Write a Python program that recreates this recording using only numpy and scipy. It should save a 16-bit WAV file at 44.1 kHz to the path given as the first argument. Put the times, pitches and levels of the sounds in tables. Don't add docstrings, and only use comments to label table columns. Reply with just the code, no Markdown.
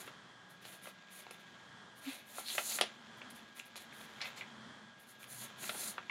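import sys
import numpy as np
from scipy import signal
from scipy.fft import rfft, irfft
from scipy.io import wavfile

SR = 44100
rng = np.random.default_rng(int(sys.argv[2]) if len(sys.argv) > 2 else 0)


def int16_out(signal):
    q = np.round(np.clip(np.atleast_2d(signal).T, -1, 1) * 32767)
    wavfile.write(sys.argv[1], SR, q.astype(np.int16))


N = 269010
TIME = np.arange(N) / SR


def undb(db):
    return 10 ** (np.asarray(db) / 20)


def unit(x):
    return x / np.sqrt(np.mean(x ** 2) + 1e-20)


def colour(x, points, size=4096):
    hz, db = np.transpose(points)
    grid = np.maximum(np.fft.rfftfreq(size, 1 / SR), 1)
    response_db = np.interp(np.log(grid), np.log(hz), db)
    cepstrum = irfft(np.log(undb(response_db)))
    cepstrum[1:size // 2] *= 2
    cepstrum[size // 2 + 1:] = 0
    impulse = irfft(np.exp(rfft(cepstrum)))
    return signal.fftconvolve(x, impulse)[:len(x)]


def cut(x, hz, kind, order=2):
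    edge = min(hz, .45 * SR)
    return signal.sosfilt(signal.butter(order, edge, kind, fs=SR, output="sos"), x)


def resonate(x, hz, width_hz):
    return signal.lfilter(*signal.iirpeak(hz, hz / width_hz, fs=SR), x)


def walk(rate_hz):
    knots = rng.standard_normal(4096)
    return np.interp(TIME * rate_hz, np.arange(len(knots)), knots)


def follow(rows, column):
    rows = np.array(rows)
    return np.interp(TIME, rows[:, 0], rows[:, column])


def narrow(hz, width_hz):
    phase = 2 * np.pi * np.cumsum(hz * np.ones(N)) / SR
    sway = cut(rng.standard_normal(N) + 1j * rng.standard_normal(N), width_hz / 2, "low")
    return unit(np.real(sway * np.exp(1j * phase)))


def add(track, sound, start_s):
    i = max(int(start_s * SR), 0)
    track[i:i + len(sound)] += sound[:max(N - i, 0)]


def friction(rate_hz, spread_db, count=N):
    caught = rng.random(count) < rate_hz / SR
    size_db = spread_db * np.minimum(rng.exponential(size=count), 5)
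    return unit(caught * rng.standard_normal(count) * undb(size_db))


ROOM_T60_S, ROOM_TREBLE_T60_S, ROOM_DB = .17, 0.16, -6


def room(x, gap_s=0.0075, split_hz=5500, treble_db=-5, count=16000):
    t, noise = np.arange(count) / SR, rng.standard_normal(count)
    low = cut(noise, split_hz, "low") * undb(-60 * t / ROOM_T60_S)
    high = cut(noise, split_hz, "high") * undb(-60 * t / ROOM_TREBLE_T60_S)
    tail = (low - undb(treble_db) * high) * (t > gap_s)
    tail *= np.sqrt(2 * split_hz / SR / np.sum(tail ** 2))
    return x + undb(ROOM_DB) * signal.fftconvolve(x, tail)[:N]


# frequency_hz, level_db
AIR_SPECTRUM = [(25, -55), (60, -19), (110, -7.5), (230, -3.5), (300, -9), (530, -11), (1020, -7),
                (1650, -8), (2220, -19.5), (3340, -21.5), (4030, -19), (7500, -27), (10000, -35.5),
                (16000, -65)]
# pitch_hz, width_hz, level_db
FAN_RESONANCES = [(1647, 105, -82.5), (1722, 500, -69.5), (3275, 380, -69)]
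# time_s, pitch_hz, level_db
DRONE_PATH = [(0, 175, -78), (.6, 187.5, -68), (1.4, 190, -62.5), (1.85, 209.3, -80), (2.3, 222, -66),
              (3.4, 231, -63.5), (3.95, 223, -72), (4.6, 221.8, -67.5), (6.1, 216.5, -67.5)]
AIR_DB = -61
HUM_HZ, HUM_DB = 129.5, -76.5
HUM_SWELL_S, HUM_SWELL_HALF_S, HUM_SWELL_DB = 5.4, 0.19, 13
WHINE_HZ, WHINE_DB = 1634, -66


def fan(waver_db=2.5, whine_waver_db=1.0, whine_drift_hz=4):
    air = undb(AIR_DB) * unit(colour(rng.standard_normal(N), AIR_SPECTRUM))
    for hz, width_hz, db in FAN_RESONANCES:
        air += undb(db) * narrow(hz, width_hz)
    drone = undb(follow(DRONE_PATH, 2)) * narrow(follow(DRONE_PATH, 1), width_hz=28.3)
    swell = np.exp(-((TIME - HUM_SWELL_S) / HUM_SWELL_HALF_S) ** 2)
    hum = undb(HUM_DB + HUM_SWELL_DB * swell) * narrow(HUM_HZ, width_hz=16)
    whir = (air + drone + hum) * undb(waver_db * walk(2.767))
    blade_cycles = np.cumsum(WHINE_HZ + whine_drift_hz * walk(20)) / SR
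    whine = unit(np.sin(2 * np.pi * blade_cycles)) * undb(WHINE_DB + whine_waver_db * walk(12))
    return whir + whine


# centre_s, pitch_hz, peak_db, half_length_s (to 1/e of the peak)
BOWED_SHEET = (2.085, 271, -36.5, .017)


def wobble():
    centre_s, hz, peak_db, half_s = BOWED_SHEET
    age = TIME - centre_s
    return undb(peak_db) * np.sin(2 * np.pi * hz * age) * np.exp(-(age / half_s) ** 2)


# pitch_hz, width_hz, level_db
SHEET_MODES = [(377.5, 21, 2.5), (550, 110, -4.5), (1185, 23, -5), (1358, 45, 6), (2380, 380, -11),
               (3550, 270, -4)]


def sheet(x):
    return x + sum(undb(db) * resonate(x, hz, width_hz) for hz, width_hz, db in SHEET_MODES)


# frequency_hz, level_db
SNAP_SPECTRUM = [(150, -15.5), (350, 8.5), (700, 5.5), (1150, 4.5), (1700, 1.5), (2700, 6.5), (3500, 0),
                 (4800, -3), (7000, -6), (8500, -8), (9700, 6), (11000, -5), (16000, -6)]
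# start_s, level_db, bass_corner_hz, treble_corner_hz, decay_s, patch_pitch_hz, patch_share_db
BUCKLES = [(0.0764, -43.5, 500, 2830, 0.0059, 1980, -9), (0.653, -42.5, 400, 5500, 0.0016, 4400, 0),
           (0.857, -44, 400, 3500, 0.0027, 2080, 6), (0.871, -41.5, 352, 2180, 0.0037, 575, 7),
           (1.267, -44.5, 500, 4000, 0.0036, 694, 6), (1.3093, -43, 400, 13000, 0.0055, 630, 2),
           (2.3834, -31.5, 634, 1550, 0.0017, 776, 8), (2.551, -41, 398, 3000, .003, 1314, -7),
           (2.5807, -26, 715, 3310, 0.0074, 1180, -16), (2.7875, -30.5, 794, 3880, 0.0054, 2410, -14),
           (2.8116, -17, 360, 9900, 0.0026, 3080, 1.5), (2.819, -30.5, 1200, 6810, 0.0064, 5370, 1),
           (3.217, -40.5, 700, 3030, 0.0035, 2820, -5), (3.598, -33.5, 1900, 5000, 0.0014, 2604, 11),
           (3.7574, -40.5, 507, 8850, 0.0023, 1410, -16), (3.9264, -46, 1190, 2730, 0.0023, 2040, 7),
           (4.2155, -30.5, 1700, 5650, .0022, 4300, 10), (4.4096, -34, 1702, 2790, 0.0024, 2130, 23),
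           (5.231, -42, 1014, 5000, .001, 2500, 0), (5.242, -41.5, 1500, 7000, 0.0013, 3300, -16),
           (5.6325, -40, 350, 4000, 0.0019, 594, -5), (5.642, -37, 590, 4000, .0016, 1300, -19),
           (5.6933, -29, 755, 4270, 0.0034, 3940, -4), (5.698, -39.5, 907, 5000, 0.0069, 4130, -2),
           (5.748, -44, 350, 2000, 0.0094, 600, -3), (5.9806, -32, 905, 2290, 0.0043, 1330, -5),
           (6.0965, -33, 1210, 3270, 0.008, 2100, -2)]
FLUTTER = .24


def snaps(count=4096, patch_q=5):
    out, t = np.zeros(N), np.arange(count) / SR
    for start_s, db, bass_hz, treble_hz, decay_s, patch_hz, patch_db in BUCKLES:
        push = FLUTTER * rng.standard_normal(count) * np.exp(-t / decay_s)
        push[0] += 1
        push = push + undb(patch_db) * resonate(push, patch_hz, patch_hz / patch_q)
        crack = sheet(colour(push, SNAP_SPECTRUM))
        crack = cut(cut(crack, bass_hz, "high"), treble_hz, "low", order=3)
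        crack = crack * np.sqrt(decay_s * SR / 2 / np.sum(crack ** 2))
        add(out, undb(db) * crack, start_s)
    return out


# frequency_hz, level_db
SCUFF_SPECTRUM = [(200, -38), (550, -4.5), (1000, -2), (1700, -4), (2200, 3.5), (3000, -0.5), (4200, -0.5),
                  (5200, -7), (7200, -4), (8700, -9), (9700, -1), (16000, -5)]
# peak_s, level_db, rise_s, fade_s, treble_corner_hz, rasp_pitch_hz, rasp_share_db
EDGE_SCUFFS = [(.657, -54.5, 0.013, .012, 9000, 4340, 7), (.857, -57.5, 0.0077, .03, 4000, 1310, 35),
               (2.053, -51.5, 0.0041, 0.099, 5000, 2530, 3), (2.09, -49, 0.013, 0.053, 4800, 3840, 2),
               (2.49, -43, 0.034, 0.032, 6100, 4200, 33), (2.505, -44, 0.0091, 0.022, 6040, 3440, 22),
               (2.722, -42.5, 0.024, 0.016, 15050, 4300, 8), (3.305, -52, 0.0028, .013, 14000, 9900, 0),
               (3.595, -51, 0.0022, 0.0074, 11000, 7200, 18),
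               (3.764, -45.5, 0.0047, 0.027, 10700, 3865, -1), (4.209, -42, 0.0038, 0.034, 3520, 2080, 8),
               (4.219, -41.5, 0.0024, 0.021, 5300, 5200, 6), (4.258, -43.5, .013, .02, 3980, 2600, -4),
               (4.385, -49, 0.018, 0.01, 6300, 7460, 4), (4.417, -46.5, 0.0015, 0.015, 3200, 2100, -3)]


def scuffs(count=12000, rasp_q=6):
    out, t = np.zeros(N), np.arange(count) / SR
    for peak_s, db, rise_s, fade_s, treble_hz, rasp_hz, rasp_db in EDGE_SCUFFS:
        grit = colour(friction(rate_hz=9000, spread_db=3.0, count=count), SCUFF_SPECTRUM)
        grit = grit + undb(rasp_db) * resonate(grit, rasp_hz, rasp_hz / rasp_q)
        grit = unit(cut(grit, treble_hz, "low", order=3))
        age = t - 2 * rise_s
        swell = np.exp(-(np.minimum(age, 0) / rise_s) ** 2 - np.maximum(age, 0) / fade_s)
        add(out, undb(db) * swell * grit, peak_s - 2 * rise_s)
    return out


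# start_s, length_s, fibre_hiss_db, sheet_rustle_db
SLIDES = [(-.02, 0.038, -52, -57), (.045, 0.02, -58, -57), (0.484, 0.03, -61.5, -62),
          (0.604, 0.021, -63, -59), (0.625, 0.13, -58, -59), (0.807, 0.078, -56.5, -55.5),
          (1.089, 0.12, -57.5, -61.5), (1.30, 0.032, -62, -67), (1.384, 0.023, -66, -60),
          (1.946, 0.047, -62.5, -64), (1.993, 0.16, -55.5, -54.5), (2.142, 0.054, -61, -59.5),
          (2.23, 0.27, -57.5, -62), (2.331, 0.068, -49.5, -52), (2.422, 0.35, -45, -52.5),
          (2.618, 0.14, -43.5, -55), (2.797, 0.027, -75, -43), (3.16, 0.017, -65, -70),
          (3.34, 0.022, -57, -56), (3.538, 0.051, -59, -58), (3.645, 0.011, -59, -75),
          (3.787, 0.037, -59, -70), (3.913, 0.13, -60, -63), (4.04, 0.22, -73.5, -68),
          (4.231, 0.044, -57, -55.5), (4.348, 0.043, -62, -56), (4.98, 0.044, -63, -68),
          (5.056, .06, -60, -75), (5.178, 0.058, -59, -70), (5.257, 0.19, -50, -61),
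          (5.388, 0.038, -57, -53), (5.555, 0.33, -48.5, -55), (5.607, 0.052, -49, -53),
          (5.766, 0.072, -45, -51.5), (5.849, 0.055, -46, -58)]
# time_s, level_db
HELD_STACK = [(0, -63), (.4, -70.5), (1.3, -59.5), (1.85, -69.5), (2.8, -64.5), (3.6, -63.5), (4.3, -57.5),
              (4.75, -70.5), (5.5, -59), (6.1, -61.5)]
HELD_HISS_DB = -23.5
STROKE_ATTACK_S, ATTACK_SHARE = .022, .22
HISS_RELEASE_S, RUSTLE_RELEASE_S = 0.019, 0.044


def stroking(creep_db=3):
    held = undb(follow(HELD_STACK, 1))
    hiss_power = (held * undb(HELD_HISS_DB + creep_db * walk(14))) ** 2
    rustle_power = held ** 2
    for start_s, length_s, hiss_db, rustle_db in SLIDES:
        age = TIME - start_s
        attack_s = STROKE_ATTACK_S + ATTACK_SHARE * length_s
        speed = np.sin(np.pi / 2 * np.clip(age / attack_s, 0, 1)) ** 2
        stopped = np.maximum(age - length_s, 0)
        hiss_power = hiss_power + (undb(hiss_db) * speed * np.exp(-stopped / HISS_RELEASE_S)) ** 2
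        rustle_power = rustle_power + (undb(rustle_db) * speed * np.exp(-stopped / RUSTLE_RELEASE_S)) ** 2
    return np.sqrt(hiss_power), np.sqrt(rustle_power)


# frequency_hz, level_db
HISS_SPECTRUM = [(2500, -43), (3400, -8), (4200, 0.5), (4900, -7.5), (5600, -7.5), (6400, 0), (7300, 0.5),
                 (8100, -4.5), (8900, -3), (9600, 4), (10400, 0), (11400, -2.5), (13000, -2.5),
                 (15800, -13.5)]
# frequency_hz, level_db
RUSTLE_SPECTRUM = [(120, -26.5), (230, 2.5), (400, -5.5), (700, 2), (1300, -5), (2000, 1.5), (2600, -1),
                   (3000, 0), (4100, -3), (5000, -10), (7200, -9.5), (9000, -34)]
# pitch_hz, width_hz, level_db
GAP_BANDS = [(4160, 220, -25), (6900, 300, 13), (9700, 1100, 10.5)]


def sliding(grain_db=1.2, rustle_trim_db=-1, judder_db=1.27, bend_db=2.0,
            fine_hz=9000, firm_db=-45, coarsening=0.31, gap_sway=0.088):
    hiss_level, rustle_level = stroking()
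    fibres = unit(colour(friction(rate_hz=20000, spread_db=grain_db), HISS_SPECTRUM))
    fibres = fibres + sum(gap_sway * undb(db) * walk(18) * resonate(fibres, hz, width_hz)
                          for hz, width_hz, db in GAP_BANDS)
    fine = cut(fibres, fine_hz, "high", order=8)
    fine = cut(fine[::-1], fine_hz, "high", order=8)[::-1]
    pressure = (hiss_level / undb(firm_db)) ** coarsening * undb(bend_db * walk(24.96) / 2)
    hiss = (fine + pressure * (fibres - fine)) * hiss_level

    slips = colour(friction(rate_hz=4500, spread_db=2.0), RUSTLE_SPECTRUM)
    ringing = sum(undb(db + bend_db * walk(11)) * resonate(slips, hz, width_hz)
                  for hz, width_hz, db in SHEET_MODES)
    rustle = unit(slips + ringing) * rustle_level * undb(rustle_trim_db)
    return (hiss + rustle) * undb(judder_db * walk(70))


def scene():
    paper = room(sliding() + scuffs() + snaps())
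    return (paper + wobble() + fan())[None]


def record(dry, bass_hz=45, top_hz=15800):
    microphone = cut(dry, bass_hz, "high")
    return signal.sosfilt(signal.ellip(12, .2, 80, top_hz, fs=SR, output="sos"), microphone)


dry = scene()
out = record(dry)
int16_out(out)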